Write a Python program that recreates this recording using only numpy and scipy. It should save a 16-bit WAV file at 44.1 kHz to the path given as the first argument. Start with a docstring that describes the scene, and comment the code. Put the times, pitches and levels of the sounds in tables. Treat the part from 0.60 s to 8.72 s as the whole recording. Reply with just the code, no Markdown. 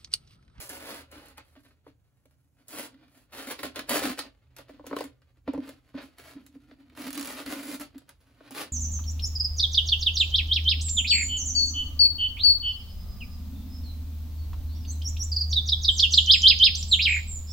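"""Release fabric is torn in uneven pulls off a hard hollow glass-fibre tube in a small workshop.
Tearing: random thread breaks feed a bright thread colour, a rattling wall and the booming air column.
Stuck patches snap and fingers knock the shell: noise bursts and short pushes into the same tube.
Short workshop echoes surround it, over a steady hiss and a low wavering hum.
A small stereo microphone with two ports listens; its treble comes mostly from the left port."""
import sys
import numpy as np
from scipy import signal
from scipy.fft import rfft, irfft, next_fast_len
from scipy.io import wavfile

SR = 44100
rng = np.random.default_rng(int(sys.argv[2]) if len(sys.argv) > 2 else 0)


def generate_wav(sig):
    """Save sig (samples, or channels by samples) to the path in sys.argv[1] as 16-bit PCM at SR."""
    pcm = np.round(np.clip(np.atleast_2d(sig).T, -1, 1) * 32767).astype(np.int16)
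    wavfile.write(sys.argv[1], SR, pcm)


N = 358091

# All event and spectrum levels are relative; each source adds its own gain.

# Place: steady room hiss, (frequency [Hz], relative level per Hz [dB])
HISS_SPECTRUM = [(15, -44.5), (25, -25), (97, -8), (108, 1.5), (127, -2), (185, -14), (4740, -49),
                 (6050, -40), (8360, -37.5), (11000, -43), (16000, -37.5)]
# Wavering motor tones, (frequency [Hz], width [Hz], level before the swell [dB])
HUM_TONES = [(50.9, 14, -71.5), (77.1, 7.1, -69), (125.5, 8, -74)]
# Swell of those tones as the tube rocks on its rod, (time [s], level [dB])
HUM_SWELL = [(0.0, -57.5), (1.92, -73.5), (3.28, -62.5), (8.12, -65.5)]
# Workshop echoes, (frequency [Hz], echo level [dB], decay time to -60 dB [s])
ECHOES = [(100, -35, 0.17), (263, -35.5, 0.81), (570, 3, 0.11), (1580, -2, 0.089), (5000, 2, 0.2),
          (12300, -2.5, 0.049)]
HISS_DB = -72   # part shared by both ports

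# Microphone: balance of its two ports, (frequency [Hz], left minus right [dB])
PORT_BALANCE = [(100, -1.5), (400, -0.5), (1000, 0.5), (2500, -0.1), (5000, -4), (7000, -2.5)]
PORTS_JOIN_HZ, LEFT_PORT_SHARE = 7000, 0.72   # above this, the left port's share of the right side
LEFT_LAG_S, LEFT_TURN_RAD = .000204, -7.9   # left against right in the treble
CUTOFF_HZ = 15750

# Colour of breaking threads, (frequency [Hz], relative level per Hz [dB])
THREAD_SPECTRUM = [(4200, -12), (5500, -7.5), (7000, -4.5), (8500, 0.5), (11000, -0.5), (13500, -3),
                   (16000, -3.5)]
# Colour of the tube wall, (frequency [Hz], relative level per Hz [dB])
WALL_SPECTRUM = [(150, -7), (340, 4), (450, 4), (600, 5), (900, -1), (1400, 1), (2500, -2), (4300, -9.5),
                 (5500, -19.5), (7500, -38.5)]
# Wall resonances, (frequency [Hz], width [Hz], lift [dB])
WALL_MODES = [(553, 25, 4), (1412, 43, 2), (2020, 37, 0.5), (4650, 700, 4.5)]
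# Two close modes of the air in the tube, (frequency [Hz], width [Hz], level [dB])
AIR_MODES = [(262, 24, 1.5), (291, 24, 1.5)]
AIR_WANDER_S = .0006   # swing of its lag: hands and loose fabric keep detuning the air column
AIR_SWELL_HZ = 70   # width of the shell's low mode, through which a blow reaches the air column late

# Bright ring after one hard snap, (frequency [Hz], level [dB], decay time to -60 dB [s])
RING_MODES = [(1310, -6, 0.15), (2240, -8, 0.11), (4160, 1, 0.075), (4740, 2, 0.098), (5420, -9, 0.15),
              (6379, -12, .14)]
RING_S, RING_DB = 3.592, -45   # onset, and level added to every mode
RING_SPLIT = .018   # each mode is a close, beating pair: relative spacing

# Fingers on the shell and jolts on the rod, (time [s], dull knock level [dB], air column level [dB])
KNOCKS = [(0.9598, -56, -58), (1.266, -48, -58), (1.654, -63, -70), (3.0315, -41, -46), (3.0445, -37, -41),
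          (3.1921, -37.5, -55), (3.3363, -34, -43), (3.3556, -35, -40), (3.4195, -33.5, -41),
          (3.658, -60, -50), (3.9905, -50, -58), (4.0946, -47.5, -49.5), (4.1955, -48, -54),
          (4.2423, -52, -55), (4.2663, -46.5, -50), (4.3112, -37, -37), (4.329, -28, -42),
          (4.3665, -36, -47), (4.387, -40.5, -46), (4.4075, -33, -55), (4.4391, -45, -42),
          (4.8772, -27, -28), (4.9365, -38, -48), (4.9470, -39, -34), (4.9771, -38, -29),
          (5.0901, -47, -70), (5.3431, -49.5, -33), (5.7540, -64, -40), (5.955, -61.5, -45.5),
          (6.113, -54.5, -50), (6.8608, -48.5, -41), (7.1985, -50, -40), (7.8065, -53, -58),
          (7.9072, -49, -49)]
# Shell modes under a knock, (frequency [Hz], width [Hz], level [dB])
KNOCK_MODES = [(400, 130, 1), (530, 110, 3), (615, 45, 4), (800, 326, -6), (1010, 350, -6.5),
               (2080, 760, -20)]
KNOCK_WALL_DB, KNOCK_THREAD_DB = -8, -37   # a knock also ticks in wall and fabric, relative to its level
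KNOCK_VARY_DB = 2.5   # each blow lands elsewhere and stirs the modes differently
KNOCK_CONTACT = 2.0   # gain of the first contact, against the rough scuff with it

# Stuck patches letting go, (time [s], wall level [dB], thread level [dB])
SNAPS = [(0.0926, -51, -37), (.5142, -45, -53), (0.657, -63, -56), (.684, -60, -58), (.701, -58, -63),
         (.7735, -42, -55), (.7795, -40, -50), (1.655, -53, -66), (2.082, -69, -44), (2.342, -48, -75),
         (2.48, -48.5, -71), (2.7247, -40, -68), (2.9903, -26, -46), (3.031, -21, -38.5),
         (3.1582, -22.5, -39.5), (3.1914, -18.5, -40), (3.2927, -16, -27.5), (3.5758, -35, -58),
         (3.5896, -19.5, -34), (3.9642, -42, -48), (3.9845, -37.5, -50.5), (4.2661, -33.5, -43.5),
         (4.364, -26, -42.5), (4.3863, -28, -44), (4.406, -29, -42), (4.44, -40, -46), (4.6175, -50, -75),
         (4.934, -49, -57), (5.0905, -34, -48), (5.583, -38.5, -51), (5.8633, -47.5, -54.5),
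         (6.111, -42, -91), (6.297, -46, -74), (6.35, -44, -68), (6.373, -33.5, -52), (6.417, -32, -48),
         (6.4418, -31, -51), (6.468, -30, -48), (6.505, -31, -41.5), (6.5287, -32, -38.5),
         (6.5455, -32, -45), (6.552, -28.5, -42), (6.5755, -25, -37), (6.5948, -28.5, -38.5),
         (6.6105, -28, -38), (6.627, -29.5, -41), (6.6465, -33, -42), (6.6555, -30, -38), (6.672, -36, -39),
         (6.79, -30, -52), (6.8612, -27, -43), (7.1977, -48, -44.5), (7.38, -45, -53.5),
         (7.4911, -41, -49.5), (7.882, -44, -70), (7.908, -39, -47)]
SNAP_T60_S, SNAP_RISE_S = 0.03, 0.00097   # decay in the wall, and rise time constant
SNAP_KNOCK_DB, SNAP_AIR_DB = -27.5, -24.5   # a snap also jolts shell and air column, relative to its wall level

# Hands and loose fabric between tugs, (time [s], thread level [dB], wall level [dB], air column level [dB])
RUSTLE = [(0.0, -93, -61, -73), (.87, -77, -74.5, -90), (1.078, -76.5, -75, -71), (1.197, -100, -85, -100),
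          (1.4, -91, -84.5, -97), (1.93, -84.5, -87, -85), (2.065, -92, -85, -89), (2.33, -88, -70, -61.5),
          (2.5, -91, -74.5, -71), (2.7, -97, -77, -89), (3.8, -94, -80.5, -85), (3.95, -91, -72, -80),
          (4.2, -84, -70, -60.5), (4.58, -95.5, -78, -100), (4.85, -94, -86, -80), (5.02, -81, -64, -56.5),
          (5.23, -84, -76, -81), (5.33, -85, -77, -70), (5.55, -81, -68, -75), (5.85, -81, -75, -63.5),
          (6.3, -88, -74, -63.5), (7.45, -87, -73, -91), (7.59, -80, -76.5, -80), (7.8, -77, -65, -65),
          (8.12, -89, -72.5, -72)]
RUSTLE_LUMPS_DB = 3.6   # spread: it comes and goes

# Separate tugs on the fabric, (start [s], swell [s], sag [s],
# peak of thread crackle [dB], of wall rattle [dB], of air column [dB])
TUGS = [(0.0, 0.00063, 0.073, -44.5, -48.5, -66), (0.089, .006, 0.092, -45.5, -45.5, -55),
        (.195, 0.11, 0.1, -47.5, -43.5, -52), (0.513, .012, 0.19, -61.5, -52.5, -57.5),
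        (0.775, 0.0034, 0.011, -79.5, -46, -59), (.953, 0.013, 0.028, -78, -61.5, -60),
        (1.05, .006, 0.017, -72, -63, -67), (1.104, .006, 0.014, -80, -64, -67),
        (1.262, 0.0071, 0.032, -75, -63.5, -64), (1.97, 0.034, 0.02, -77, -69, -71),
        (2.088, 0.031, .03, -48, -51.5, -60), (2.129, 0.058, 0.068, -42.5, -42.5, -49),
        (2.5, 0.061, 0.079, -68, -66.5, -68.5), (2.727, 0.075, 0.083, -48.5, -44, -52.5),
        (2.866, 0.0081, 0.018, -44, -40, -44), (2.9, 0.008, 0.0085, -36.5, -33.5, -52),
        (2.989, 0.0065, 0.019, -50, -45.5, -57), (3.032, 0.013, 0.01, -39.5, -34.5, -38),
        (3.159, 0.004, 0.048, -51, -39.5, -41.5), (3.293, 0.016, 0.098, -35.5, -30.5, -42),
        (3.324, 0.037, 0.035, -30.5, -29, -51), (3.416, 0.027, .04, -37, -33, -33),
        (3.46, .045, .012, -41, -36, -32), (3.579, .012, 0.016, -43, -37, -58),
        (3.619, 0.0016, 0.046, -63.5, -48.5, -60), (3.965, 0.031, 0.019, -62, -54, -71),
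        (4.089, 0.0054, 0.011, -63.5, -55, -54), (4.256, 0.019, 0.067, -65, -55, -59),
        (4.3, 0.053, .02, -69, -59, -42), (4.36, 0.049, 0.041, -53.5, -47, -49),
        (4.873, 0.014, 0.028, -77.5, -50, -42), (4.93, 0.011, 0.027, -78, -53, -42),
        (5.04, 0.04, 0.051, -61.5, -54, -53), (5.26, 0.034, 0.017, -75, -66, -70),
        (5.342, 0.009, 0.02, -71, -53, -58), (5.359, 0.016, 0.058, -69, -46, -54),
        (5.41, 0.014, 0.05, -60.5, -54, -52), (5.579, 0.12, 0.029, -57.5, -53, -61),
        (5.76, 0.017, 0.033, -86, -58.5, -47.5), (6.09, 0.017, 0.031, -77, -63, -65),
        (6.371, 0.11, 0.0075, -48, -44.5, -39.5), (6.53, 0.053, 0.056, -52.5, -47, -39.5),
        (6.64, 0.039, 0.1, -45.5, -42.5, -44.5), (6.73, 0.072, 0.03, -47.5, -41.5, -46),
        (6.861, 0.05, 0.14, -47, -42.5, -38), (6.99, 0.16, 0.013, -44.5, -44.5, -42.5),
        (7.198, 0.013, 0.019, -45, -42.5, -46), (7.343, 0.0034, 0.012, -76, -59.5, -43.5),
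        (7.48, 0.016, 0.027, -70, -60, -75), (7.801, 0.082, .01, -72, -59, -66),
        (7.908, .006, .03, -56, -52, -50), (7.948, 0.036, 0.016, -43, -39.5, -50),
        (7.985, 0.03, 0.02, -41, -37, -46)]
# Fall after a tug, one value each [dB/s]: threads, wall, air column
RELEASE_DB_PER_S = [520.5, 349.5, 299.5]
BITE_DB_PER_S, SWELL_DB, SAG_DB = 1197, 7.5, 7   # sets in fast, swells to its peak, sags until the tear sticks
POP_SHARE = .55   # gain of lone threads popping out of the crackle


def from_db(db):
    """Decibels to gain."""
    return 10 ** (np.asarray(db) / 20)


def rms_one(x):
    """Scale to unit power."""
    return x / np.sqrt(np.mean(x ** 2) + 1e-20)


def in_time(rows):
    """Columns of a curve, one value a sample."""
    s, *columns = np.transpose(rows)
    return [np.interp(np.arange(N) / SR, s, c) for c in columns]


def at_hz(points, hz, column=1):
    """Read a spectrum on a log-frequency axis."""
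    points = np.array(points)
    return np.interp(np.log(hz + 1), np.log(points[:, 0]), points[:, column])


def drift(rate):
    """Slow random wander of unit power: noise through two equal low-pass poles at the rate [Hz]."""
    r = np.exp(-2 * np.pi * rate / SR)
    settle = 9000
    wander = signal.lfilter([1], [1, -2 * r, r * r], rng.standard_normal(N + settle))
    return rms_one(wander[settle:])


def resonance(x, hz, width):
    """Two-pole band with gain 1 on top."""
    r = np.exp(-np.pi * width / SR)
    zeros = np.array([1, 0, -1]) * (1 - r * r) / 2
    poles = [1, -2 * r * np.cos(2 * np.pi * hz / SR), r * r]
    return signal.lfilter(zeros, poles, x)


def modes(x, table):
    """Resonances side by side with alternating signs, so close pairs swell, beat and fall off steeply."""
    pushes = np.broadcast_to(x, (len(table), N))
    return sum((-1) ** k * from_db(db) * resonance(push, hz, width)
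               for k, (push, (hz, width, db)) in enumerate(zip(pushes, table)))


def colour(x, points, skirt_db):
    """Minimum-phase filter of unit power with a given spectrum; its skirt falls per octave below the first point."""
    hz = np.fft.rfftfreq(4096, 1 / SR)
    octaves_below = np.maximum(np.log2(points[0][0] / (hz + 5)), 0)
    level_db = at_hz(points, hz) - skirt_db * octaves_below
    # Folding the cepstrum forward in time makes the filter causal.
    cepstrum = irfft(np.log(from_db(level_db)))
    cepstrum[1:2048] *= 2
    cepstrum[2049:] = 0
    pulse = irfft(np.exp(rfft(cepstrum)))
    return signal.oaconvolve(x, pulse / np.sqrt(np.sum(pulse ** 2)))[:N]


def room_tone():
    """Steady hiss, partly its own at each port, with low motor tones (narrow noise bands) that swell."""
    common, left, right = (colour(n, HISS_SPECTRUM, skirt_db=0) for n in rng.standard_normal((3, N)))
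    hiss = from_db(HISS_DB) * (common + 0.9 * np.array([left, right]))
    tones = np.zeros(N)
    for hz, width, db in HUM_TONES:
        narrow = resonance(rng.standard_normal(N), hz, width)
        tones += from_db(db) * rms_one(resonance(narrow, hz, width))
    swell_db = in_time(HUM_SWELL)[0] + 66.5   # tones keep their table level where the curve is at -66.5 dB
    return hiss + tones * from_db(swell_db)


def echo_places(count):
    """Two-port impulse responses: direct sound plus noise that dies band by band, one for each place."""
    t = np.arange(SR // 3) / SR
    edges = 80 * 2 ** np.arange(0, 8.5)
    echo = np.zeros((count, 2, len(t)))
    for low, high in zip(edges, np.minimum(edges[1:], 20000)):
        band_filter = signal.butter(2, [low, high], "band", fs=SR, output="sos")
        band = signal.sosfilt(band_filter, rng.standard_normal(echo.shape))
        hz = np.sqrt(low * high)
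        fade = from_db(-60 * t / at_hz(ECHOES, hz, column=2)) * (t > .0015)
        echo += from_db(at_hz(ECHOES, hz)) * band * fade / np.sqrt(np.sum(fade ** 2))
    # Lag in samples: the tear moves from the left to just past centre.
    right_lag = np.linspace(5, -1, count).round().astype(int)
    echo[:, 0, 1] += 1
    echo[np.arange(count), 1, 1 + right_lag] += 1
    return echo


def workshop(x, count=48):
    """The tear travels through the room, so each cross-fading stretch has echoes of its own."""
    places = echo_places(count)
    length = places.shape[-1]
    step = N // (count - 1) + 1
    padded = np.pad(x, (step, 2 * step))
    out = np.zeros((2, N + 3 * step + length))
    for k, place in enumerate(places):
        stretch = padded[k * step:(k + 2) * step] * np.hanning(2 * step)
        out[:, k * step:(k + 2) * step + length - 1] += signal.fftconvolve(stretch[None], place, axes=1)
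    return out[:, step:step + N]


def ring():
    """One sharp blow into lightly damped, paired modes."""
    blow = np.full(N, 1e-18)   # a tiny floor rather than exact silence
    blow[round(RING_S * SR)] = 1
    out = np.zeros(N)
    for hz, db, t60 in RING_MODES:
        damping = np.log(1000) / t60
        gain = from_db(RING_DB + db) / 2 * SR / damping   # undoes the narrow band's small impulse response
        for side in (-.5, .5):
            out += gain * resonance(blow, hz * (1 + RING_SPLIT * side), damping / np.pi)
    return out


def hit_list():
    """Snaps and knocks alike as (time [s], wall, thread, knock and air column level [dB])."""
    hits = [(s, wall, thread, wall + SNAP_KNOCK_DB, wall + SNAP_AIR_DB) for s, wall, thread in SNAPS]
    hits += [(s, knock + KNOCK_WALL_DB, knock + KNOCK_THREAD_DB, knock, air) for s, knock, air in KNOCKS]
    return hits


def snaps_and_knocks():
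    """Each snap or knock is a quick burst of breaking threads and one push of the shell."""
    hits, length = hit_list(), 9000
    t = np.arange(length) / SR
    noise, hardness = rng.standard_normal((2, len(hits), length))
    bursts = noise * from_db(5.1 * hardness - 2.5)   # a few threads break far harder
    # Every burst starts at full strength.
    bursts = bursts / np.sqrt(np.mean(bursts[:, :150] ** 2, axis=1, keepdims=True))
    fade = from_db(-60 * t / SNAP_T60_S)
    rise = 1 - np.exp(-t / SNAP_RISE_S)
    push = np.sin(np.pi * np.minimum(t / 0.0015, 1))   # the shell springs back once
    contact = np.sin(np.pi * np.minimum(t / 0.0004, 1))
    stir = from_db(KNOCK_VARY_DB * rng.standard_normal((len(hits), len(KNOCK_MODES), 1)))

    wall, threads, air = np.zeros((3, N + length))
    knocks = np.zeros((len(KNOCK_MODES), N + length))
    for (s, wall_db, thread_db, knock_db, air_db), burst, share in zip(hits, bursts, stir):
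        start = round(s * SR)
        after = slice(start, start + length)
        wall[after] += from_db(wall_db - 7.5) * burst * rise * fade
        threads[after] += from_db(thread_db + 14.0) * burst * rise * fade ** 2.92
        scuff = burst * fade ** 1.6
        knocks[:, after] += from_db(knock_db + 13.0) * share * (scuff + KNOCK_CONTACT * contact)
        air[after] += from_db(air_db + 23.0) * push
    return wall[:N], threads[:N], air[:N], knocks[:, :N]


def pulls():
    """Levels [dB] of threads, wall and air column: the strongest tug of the moment, or the rustle."""
    t = np.arange(0, N / SR + .002, .001)
    start, swell, sag, *peaks = np.transpose(TUGS)[..., None]
    swell, sag = np.maximum(swell, .001), np.maximum(sag, .001)
    shape = -BITE_DB_PER_S * np.maximum(start - t, 0)
    shape = shape - SWELL_DB * np.clip(1 - (t - start) / swell, 0, 1)
    shape = shape - SAG_DB * np.clip((t - start - swell) / sag, 0, 1)
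    after = np.maximum(t - start - swell - sag, 0)
    tugs = [np.max(peak + shape - fall * after, axis=0) for peak, fall in zip(peaks, RELEASE_DB_PER_S)]
    rustle = in_time(RUSTLE) + RUSTLE_LUMPS_DB * drift(23.0)
    return [np.maximum(np.interp(np.arange(N) / SR, t, tug), low) for tug, low in zip(tugs, rustle)]


def crackle(per_s, spread_db, clump_db):
    """Threads break at random, a few much harder; the tear runs and sticks, so they come in clumps."""
    sizes = from_db(spread_db * np.minimum(rng.exponential(1, N), 5)) * rng.standard_normal(N)
    broken = rng.random(N) < per_s / SR
    clumps = from_db(clump_db * (drift(120) + 0.55 * drift(19)))
    return rms_one(sizes * broken * clumps)


def tube():
    """Tearing, snaps and knocks drive thread colour, wall and shell modes, air column and ring."""
    thread_db, wall_db, air_db = pulls()
    tear = crackle(12000, spread_db=2.8, clump_db=1.1)
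    tear = tear + POP_SHARE * crackle(300, spread_db=2.2, clump_db=3)
    wall_snap, thread_snap, air_push, knock = snaps_and_knocks()

    threads = colour(from_db(thread_db - 0.8) * tear + thread_snap, THREAD_SPECTRUM, skirt_db=23.0)

    rattle = colour(from_db(wall_db - 3.0) * tear, WALL_SPECTRUM, skirt_db=16.5)
    crack = colour(wall_snap, WALL_SPECTRUM, skirt_db=8)
    crack = signal.sosfilt(signal.butter(2, 1100, "high", fs=SR, output="sos"), crack)   # a snap is thinner
    wall = rattle + crack
    wall = wall + sum((from_db(db) - 1) * resonance(wall, hz, width) for hz, width, db in WALL_MODES)

    late_push = resonance(air_push, 276, AIR_SWELL_HZ)
    air = modes(from_db(air_db + 26) * tear + late_push, AIR_MODES)
    air = np.interp(np.arange(N) + AIR_WANDER_S * SR * drift(8), np.arange(N), air)

    # The whole tube jolts on its rod.
    thud = from_db(-18.5) * (resonance(air_push, 80, 18) + resonance(air_push, 170, 45))
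    return threads + wall + modes(knock, KNOCK_MODES) + air + thud + ring()


def scene():
    """The tube in the workshop over the room tone."""
    return from_db(2.0) * workshop(tube()) + room_tone()


def record(dry):
    """Lows keep both ports; the treble is mostly the left port, lagged and turned; both ends are cut."""
    size = next_fast_len(N + 2048)
    hz, both = np.fft.rfftfreq(size, 1 / SR), rfft(dry, size)
    joined = 1 / (1 + (PORTS_JOIN_HZ / (hz + 1)) ** 24)   # 0 in the lows, 1 in the treble
    side = np.array([[1], [-1]])   # left, right
    # Each side takes half of the lag and turn, in opposite directions.
    shift = np.exp(-.5j * side * joined * (2 * np.pi * hz * LEFT_LAG_S + LEFT_TURN_RAD))
    ports = both + LEFT_PORT_SHARE * joined * (both[0] - both)
    mixed = ports * from_db(side * at_hz(PORT_BALANCE, hz) / 2) * shift
    rumble_filter = signal.butter(3, 38, "high", fs=SR, output="sos")
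    rumble_cut = signal.sosfilt(rumble_filter, irfft(mixed, size)[:, :N])
    return signal.sosfilt(signal.ellip(10, .5, 60, CUTOFF_HZ, fs=SR, output="sos"), rumble_cut)


dry = scene()
out = record(dry)
generate_wav(out)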